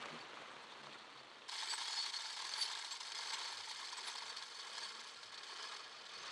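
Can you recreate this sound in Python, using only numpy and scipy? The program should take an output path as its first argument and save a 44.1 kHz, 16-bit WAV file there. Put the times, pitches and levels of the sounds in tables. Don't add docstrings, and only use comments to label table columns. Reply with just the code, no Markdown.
import sys
import numpy as np
from scipy import signal
from scipy.fft import rfft, irfft, next_fast_len
from scipy.io import wavfile
from scipy.ndimage import uniform_filter1d

SR = 44100
rng = np.random.default_rng(int(sys.argv[2]) if len(sys.argv) > 2 else 0)


def wav_out(sig):
    wavfile.write(sys.argv[1], SR, np.round(np.clip(np.atleast_2d(sig).T, -1, 1) * 32767).astype(np.int16))


N = 278271
T = np.arange(N) / SR
SIZE = next_fast_len(N + SR // 4, real=True) * 2
HZ = np.maximum(np.arange(SIZE // 2 + 1) * SR / SIZE, 1)

CLOSE_S = 1.482
WHEEL_M, WALK_M_S = 0.86, 0.6

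# time in seconds, strength in dB before mixing,
# change of effort just before the knock in dB (negative where the gears run slack).
KNOCKS = [(0.718, -36, 4.5), (.857, -36, 7), (.942, -36, 6), (1.007, -39, 3.5), (1.172, -38, -1),
          (1.484, -40, 2), (1.522, -33.5, -6.5), (1.6312, -31.5, 2), (1.779, -23.5, -6), (1.81, -26.5, -3),
          (2.0614, -29, 2), (2.137, -30, -7), (2.238, -34, -1), (2.367, -39, -5.5), (2.4492, -30, -1),
          (2.712, -25.5, 0.5), (2.91, -28, -5), (3.003, -37, -7), (3.1176, -26, -1), (3.147, -30, -16),
          (3.185, -26, 0), (3.226, -31, 0.5), (3.3043, -30, 1), (3.335, -25, -1), (3.388, -43, -3.5),
          (3.709, -31.5, 4), (3.796, -33.5, -2), (3.9243, -36, -2), (3.968, -30.5, -5), (4.066, -33, 1),
          (4.096, -31.5, 5), (4.18, -30, 1), (4.2248, -40, -4.5), (4.2562, -36, -3), (4.2936, -32, 0.5),
          (4.365, -31, -4), (4.423, -31, 0), (4.6064, -45, 3.5), (4.778, -30, 2), (4.826, -32, 1),
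          (4.957, -49, -4), (4.998, -34, -1.5), (5.094, -38, 3.5), (5.229, -33.5, -1), (5.322, -34.5, -5),
          (5.376, -34, 1.5), (5.431, -33.5, -5), (5.56, -34, -1), (5.597, -41, 0), (5.637, -41, 0.5),
          (5.711, -34, -3), (5.762, -33.5, 3.5), (5.9094, -42, -2), (6.135, -34.5, -0.5), (6.232, -37, -2),
          (6.262, -35, 0)]
# middle in seconds, half length in seconds, pitch in Hz,
# strength in dB, strength of the upper partial in dB relative to the pitch.
CHIRPS = [(0.518, .017, 8090, -72, -15), (.63, 0.0087, 8100, -68, -11), (1.71, 0.013, 7880, -43.5, -11),
          (1.712, .014, 4630, -41, -30), (1.744, 0.014, 8070, -44.5, -10.5),
          (1.935, 0.045, 6800, -53.5, -30), (1.937, 0.019, 4380, -45, -30), (1.99, 0.014, 4420, -38, -32),
          (2.022, 0.013, 4440, -37.5, -32), (2.053, .011, 4370, -45, -30),
          (2.147, 0.0084, 4300, -39.5, -28), (2.167, .006, 4390, -38, -28), (2.6, 0.023, 4600, -41.5, -26),
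          (2.614, 0.027, 10300, -49.5, -4), (2.626, 0.01, 4530, -32, -26), (2.7, .022, 10500, -64, -6),
          (2.926, 0.0085, 7600, -47, -10), (3.34, 0.0087, 7660, -46.5, -9), (3.287, .012, 7980, -56, -10),
          (3.522, 0.0062, 10350, -64, -6), (3.982, 0.0059, 8000, -50, -12), (4.08, 0.013, 10350, -52, -6),
          (4.302, 0.011, 4530, -45, -30), (4.372, 0.0068, 4400, -49, -30), (4.607, 0.0091, 4510, -50, -32),
          (4.843, 0.014, 4510, -45, -13), (6.157, 0.011, 4430, -51, -30), (6.22, 0.057, 6266, -61.5, -30)]
# frequency in Hz, width in Hz, relative strength in dB.
FRAME_MODES = [(411, 110, -7.5), (919, 70, 4.5), (986, 45, -0.5), (1076, 82, 2.5), (1354, 85, 0),
               (1630, 180, 2), (2093, 45, 2.5)]
# time in seconds, level in dB.
FIBRE_LEVEL = [(.06, -48.5), (.3, -54), (.4, -51.5), (.47, -53.5), (.78, -55.5), (.87, -54.5), (1.05, -57),
               (1.4, -58)]


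def undb(db):
    return 10 ** (np.asarray(db) / 20)


def unit(x):
    return x / np.sqrt(np.mean(x ** 2))


def curves(rows):
    s, *columns = np.transpose(rows)
    return [np.interp(T, s, column) for column in columns]


def response(points):
    hz, db = np.transpose(points)
    return undb(np.interp(np.log(HZ), np.log(hz), db))


def ring(x, gain):
    cepstrum = irfft(np.log(gain))[:SIZE // 2]
    cepstrum[1:] *= 2
    return irfft(rfft(x, SIZE) * np.exp(rfft(cepstrum, SIZE)))[:N]


def band(x, order, low_hz, high_hz):
    return signal.sosfilt(signal.butter(order, [low_hz, high_hz], "band", fs=SR, output="sos"), x)


def shelf(x, edge_hz, db, order=6):
    treble = signal.sosfiltfilt(signal.butter(order, edge_hz, "high", fs=SR, output="sos"), x)
    return x + (undb(db) - 1) * treble


def walk(rate):
    k = int(SR / rate)
    steps = np.repeat(rng.standard_normal(N // k + 1), k)
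    return 1.3 * uniform_filter1d(uniform_filter1d(steps, k), k)[:N]


def flicker(rate):
    drift = walk(rate)
    return unit(drift - uniform_filter1d(drift, size=SR // 25))


def bump(middle_s, half_s):
    return np.exp(-((T - middle_s) / half_s) ** 2 / 2)


def fade(x, decay_s):
    return signal.lfilter([1], [1, -np.exp(-1 / (decay_s * SR))], x)


def chatter(rate, scatter_db, decay_s, rub):
    chance = rng.standard_normal((4000, 2))
    at = (np.cumsum(np.exp(.45 * chance[:, 0])) / rate * SR).astype(int)
    tap_power = undb(scatter_db * chance[at < N, 1]) ** 2
    power = fade(np.bincount(at[at < N], tap_power, N), decay_s)
    power = power / (uniform_filter1d(power, size=SR // 24) + 1e-9)
    return np.sqrt((power + rub) / (1 + rub))


def grit(scatter_db):
    return unit(rng.standard_normal(N) * undb(scatter_db * rng.standard_normal(N)))


def together(*forces):
    return np.sqrt(sum(force ** 2 for force in forces))


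def sing(push, modes, flare_db, damping=1):
    drive, out = push * grit(scatter_db=4), 0
    for hz, width, db in modes:
        pole = np.exp((2j * hz - width * damping) * np.pi / SR)
        share = undb(db + flare_db * walk(60))
        out = out + 2 * signal.lfilter([1 - abs(pole)], [1, -pole], drive * share).real
    return out


def patchy(x, patchy_db, rate):
    place = np.clip(2 * np.log2(HZ / 500), 0, 9)
    spectrum = rfft(x, SIZE)
    out = 0
    for k in range(10):
        one_band = irfft(spectrum * np.maximum(1 - abs(place - k), 0))[:N]
        out = out + one_band * undb(patchy_db * flicker(rate))
    return out


def tones(rows, waver, flutter_db, rate, rasp=0):
    drift = np.cumsum(1 + waver * walk(2 * rate)) / SR
    jerk = rasp * walk(3 * rate)
    out = np.zeros(N)
    for s, half, hz, db in rows:
        on = abs(T - s) < 4 * half
        swell = undb(db) * np.exp(-((T[on] - s) / half) ** 2 / 2)
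        out[on] += swell * np.sin(2 * np.pi * hz * drift[on] + jerk[on])
    return out * undb(flutter_db * walk(rate))


def walked():
    return WALK_M_S * np.maximum(T - CLOSE_S, 0)


def distance():
    return np.hypot(WHEEL_M, walked())


def crank(follow):
    # time in seconds, middle effort in dB,
    # swing above and below it in dB, before the follow factor.
    pushes = [(.12, -0.5, 2.5), (.88, 0, 0), (1.83, -0.5, 1), (2.58, 0.5, 0.65), (3.37, 0.9, 2),
              (4.08, 1.6, 0), (4.81, -0.3, 3), (5.65, 0, 4), (6.3, 1, 2)]
    s, db, swing_db = np.transpose(pushes)
    turns = np.interp(T, s, np.arange(len(s)))
    return np.interp(T, s, db) + follow * np.interp(T, s, swing_db) * np.cos(2 * np.pi * turns)


def jolts():
    # middle in seconds, half length in seconds, swell in dB (negative is a dip).
    jolt_rows = [(1.735, 0.013, 5), (2.586, 0.021, 3.5), (3.39, 0.077, 2.5), (3.707, 0.01, -6),
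                 (4.08, 0.032, 2.5), (4.66, 0.016, 1), (5.598, 0.0047, 7), (5.736, 0.013, 2)]
    return sum(db * bump(s, half) for s, half, db in jolt_rows)


def gear_slack():
    lead_s, half_s = 0.015, 0.012
    change_db = sum(db * np.exp(-((T - s + lead_s) / half_s) ** 2) for s, _, db in KNOCKS)
    return undb(1.0 * flicker(130) + change_db)


def knocks(running, decay_s, rise_s):
    light_per_s, light_db, light_scatter_db = 25, 2, 4
    chance = rng.standard_normal((400, 2))
    at = (np.cumsum(np.exp(0.16 * chance[:, 0])) / light_per_s * SR).astype(int)
    peaks = undb(light_db + light_scatter_db * chance[at < N, 1])
    power = np.bincount(at[at < N], peaks ** 2, N) * running ** 2
    for s, db, _ in KNOCKS:
        power[int(s * SR)] += undb(db) ** 2
    return np.sqrt(fade(fade(power, decay_s), rise_s) / (rise_s * SR))


def thump_force():
    # peak in seconds, strength in dB before mixing.
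    thump_rows = [(1.493, -51.5), (1.527, -49.5), (1.632, -47.5), (1.737, -51), (1.82, -46), (1.855, -59),
                  (1.901, -47.5), (1.939, -48), (1.982, -46.5), (2.076, -55), (2.144, -56), (2.241, -55),
                  (2.294, -61), (2.374, -51), (2.404, -47.5), (2.45, -48.5), (2.579, -52), (2.663, -57),
                  (2.706, -50), (2.792, -50.5), (2.842, -52), (2.943, -50), (3.009, -50), (3.124, -57),
                  (3.169, -53), (3.219, -51), (3.265, -53), (3.319, -53), (3.348, -52), (3.392, -47.5),
                  (3.421, -48), (3.477, -52), (3.518, -55), (3.607, -52), (3.68, -53), (3.713, -47),
                  (3.795, -52), (3.831, -51.5), (3.932, -50.5), (3.989, -50), (4.098, -49.5), (4.156, -49),
                  (4.223, -51), (4.422, -53), (4.566, -54.5)]
    rise_s, fall_s = 0.0048, 0.0048
    return sum(undb(db) * bump(s, np.where(T < s, rise_s, fall_s)) for s, db in thump_rows)


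def grinding():
    return sum(undb(db - 10.5) * bump(s, half) for s, half, _, db, _ in CHIRPS)


def iron_parts(force, effort):
    # frequency in Hz, relative level in dB.
    scrape_points = [(1500, -24), (2650, -6), (3200, 5), (4600, 6.5), (4850, 1), (5300, -0.5), (5900, -2),
                     (7000, -5), (8700, -11), (10200, -26), (14000, -38), (15500, -45)]
    # frequency in Hz, width in Hz before the
    # damping factor, relative strength in dB.
    iron_modes = [(3130, 90, 3), (3360, 80, 7.5), (3620, 160, 4.5), (3800, 90, 1), (4190, 55, 8.5),
                  (4340, 50, 8.5), (4420, 36, 14), (4554, 34, 14), (5062, 42, 11.5), (5130, 40, 5),
                  (5620, 90, -3), (6140, 50, -2), (6266, 26, 7.5), (6790, 30, -7), (7380, 40, -5),
                  (7650, 42, 3), (7845, 35, -6), (8000, 40, 0), (8110, 50, -3), (8850, 80, -10),
                  (10290, 35, -11), (11547, 40, -8), (11897, 40, -10)]
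    scrape = ring(force * grit(scatter_db=3.0), response(scrape_points)) * undb(3.0)
    ringing = sing(np.hypot(force, effort), iron_modes, flare_db=3.0, damping=0.74) * undb(0.7)
    return scrape + ringing


def wooden_frame(force):
    # frequency in Hz, relative level in dB.
    rattle_points = [(100, -34), (300, -14), (620, -25.5), (850, -8.5), (1200, -1), (1500, -2), (2300, 2),
                     (2700, -13), (5000, -25.5)]
    rattle = ring(force * grit(scatter_db=-1.0), response(rattle_points)) * undb(9)
    singing = sing(force, FRAME_MODES, flare_db=1.9) * undb(11.0)
    return band(rattle + singing, 2, 410, 3800)


def thumps(force):
    wood = band(sing(1, FRAME_MODES, flare_db=2), 2, 843, 1052)
    steady_wood = wood / np.sqrt(uniform_filter1d(wood ** 2, size=SR // 90) + 1e-12)
    return force * steady_wood


def wheel(close):
    iron_db, far_iron_db, frame_db = -47, -62, -54.5
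    spread = WHEEL_M / distance()
    running = undb(crank(follow=0.93) + np.where(close, iron_db, far_iron_db)) * spread
    rocking = undb(crank(follow=1.1) + jolts() + frame_db) * spread * close
    slack = gear_slack()
    effort = slack * running
    taps = chatter(rate=160, scatter_db=1.0, decay_s=0.0028, rub=0.1)
    hard = knocks(running * close, decay_s=0.004, rise_s=0.0021)
    thump = thump_force()

    iron_force = together(taps * effort, undb(-14.0) * hard, undb(-1.5) * thump, grinding())
    rocking_taps = chatter(rate=130, scatter_db=-1.5, decay_s=0.0044, rub=0.58)
    joints = together(undb(-2) * taps, rocking_taps)
    frame_force = together(joints * slack * rocking, undb(-19.5) * hard, undb(-7) * thump)

    out = iron_parts(iron_force, effort) + wooden_frame(frame_force)
    out = signal.sosfilt(signal.butter(2, 260, "high", fs=SR, output="sos"), out)
    out = patchy(out, patchy_db=1.8, rate=170) * undb(-0.6) + thumps(thump) * undb(-1)
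    out = shelf(out, edge_hz=4240, db=np.where(close, 0, -9), order=14)
    return shelf(out, edge_hz=6800, db=-4 * np.maximum(distance() - 2.2, 0))


def fibre():
    # frequency in Hz, relative level in dB.
    fibre_points = [(60, -24), (100, -16), (140, -9.5), (180, -11.5), (250, -4), (500, -1.5), (750, -1.5),
                    (1100, 1.5), (1500, -2), (2700, -5.5), (3700, -9.5), (4400, -12.5), (4800, -18),
                    (6300, -19), (10000, -31.5), (15000, -35)]
    pull = chatter(rate=220, scatter_db=3.5, decay_s=0.0011, rub=2.4)
    rustle = ring(pull * grit(scatter_db=1.5), response(fibre_points))
    rustle = patchy(rustle, patchy_db=1.5, rate=60)
    return unit(rustle) * undb(curves(FIBRE_LEVEL)[0] + 0.27 * walk(17.5))


def yarn(close):
    # frequency in Hz, width in Hz, relative strength in dB.
    yarn_modes = [(220, 29, -7), (462, 67, -1.5), (680, 240, -8.5), (1099, 55, 5.5), (1224, 115, 0.5),
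                  (1390, 74, 0), (1660, 104, 2), (2450, 82, 1), (3030, 130, 2)]
    yarn_db, end_db, end_m = -46.5, -24.5, 0.76
    along_db = yarn_db + crank(follow=0.92) + jolts() + end_db * np.exp(-walked() / end_m)
    db = np.where(close, along_db, curves(FIBRE_LEVEL)[0] - 5.5)
    shake = chatter(rate=75, scatter_db=3.0, decay_s=0.0051, rub=0.6) * undb(db)
    return band(sing(shake, yarn_modes, flare_db=3.5), 3, 280, 4000)


def whine():
    mode_hz, mode_width_hz, whine_db = 4510, 54, -74
    tone = unit(sing(1, [(mode_hz, mode_width_hz, 0)], flare_db=7.0))
    return tone * undb(whine_db + crank(follow=1.0))


def drone():
    # middle in seconds, half length in seconds, pitch in Hz, strength in dB before flutter.
    drone_rows = [(.03, 0.032, 135, -69), (.13, 0.026, 157, -63), (.14, .03, 232, -62),
                  (.5, 0.22, 139, -76), (.87, 0.034, 144, -69), (.87, .2, 216.3, -71.5),
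                  (1.2, 0.035, 133, -71), (1.95, 0.36, 140.8, -88), (3.62, 0.074, 101, -80),
                  (4.25, .061, 109, -82), (4.95, 0.29, 226, -78.5), (5.27, .05, 104.4, -81)]
    return tones(drone_rows, waver=0.025, flutter_db=3.0, rate=17)


def chirps():
    lower = [(s, half, hz, db) for s, half, hz, db, _ in CHIRPS]
    upper = [(s, half, hz + 3780, db + rel) for s, half, hz, db, rel in CHIRPS]
    octave = [(s, half, 2 * hz, db - 26) for s, half, hz, db, _ in CHIRPS]
    slips = chatter(rate=130, scatter_db=2, decay_s=.005, rub=.6)
    slips = uniform_filter1d(slips, size=SR // 500)
    return slips * tones(lower + upper + octave, waver=.006, flutter_db=1.2, rate=240, rasp=.4)


def yard():
    # frequency in Hz, relative level in dB.
    air_points = [(25, -14), (50, -9.5), (100, 0), (160, 0), (210, 3), (310, 3), (440, 7.5), (600, 8.5),
                  (1100, 8), (2000, 8), (5000, 0.5), (14000, -64)]
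    beside_db, growth = -67, 0.58
    air = unit(ring(rng.standard_normal(N), response(air_points)))
    return air * undb(beside_db + 2.5 * walk(6.8)) * (distance() / WHEEL_M) ** growth


def scene():
    close = T >= CLOSE_S
    background = np.where(close, yard(), fibre() + whine())
    mono = wheel(close) + yarn(close) + drone() + chirps() + background
    return np.array([mono, mono])


def record(dry):
    gain = response([(20, -1.0), (10350, -1.0), (10750, -16.0), (14300, -18.0), (14900, -29)])
    heard = np.array([ring(channel, gain) for channel in dry])
    return signal.sosfilt(signal.ellip(8, .2, 70, 15700, fs=SR, output="sos"), heard)


dry = scene()
out = record(dry)
wav_out(out)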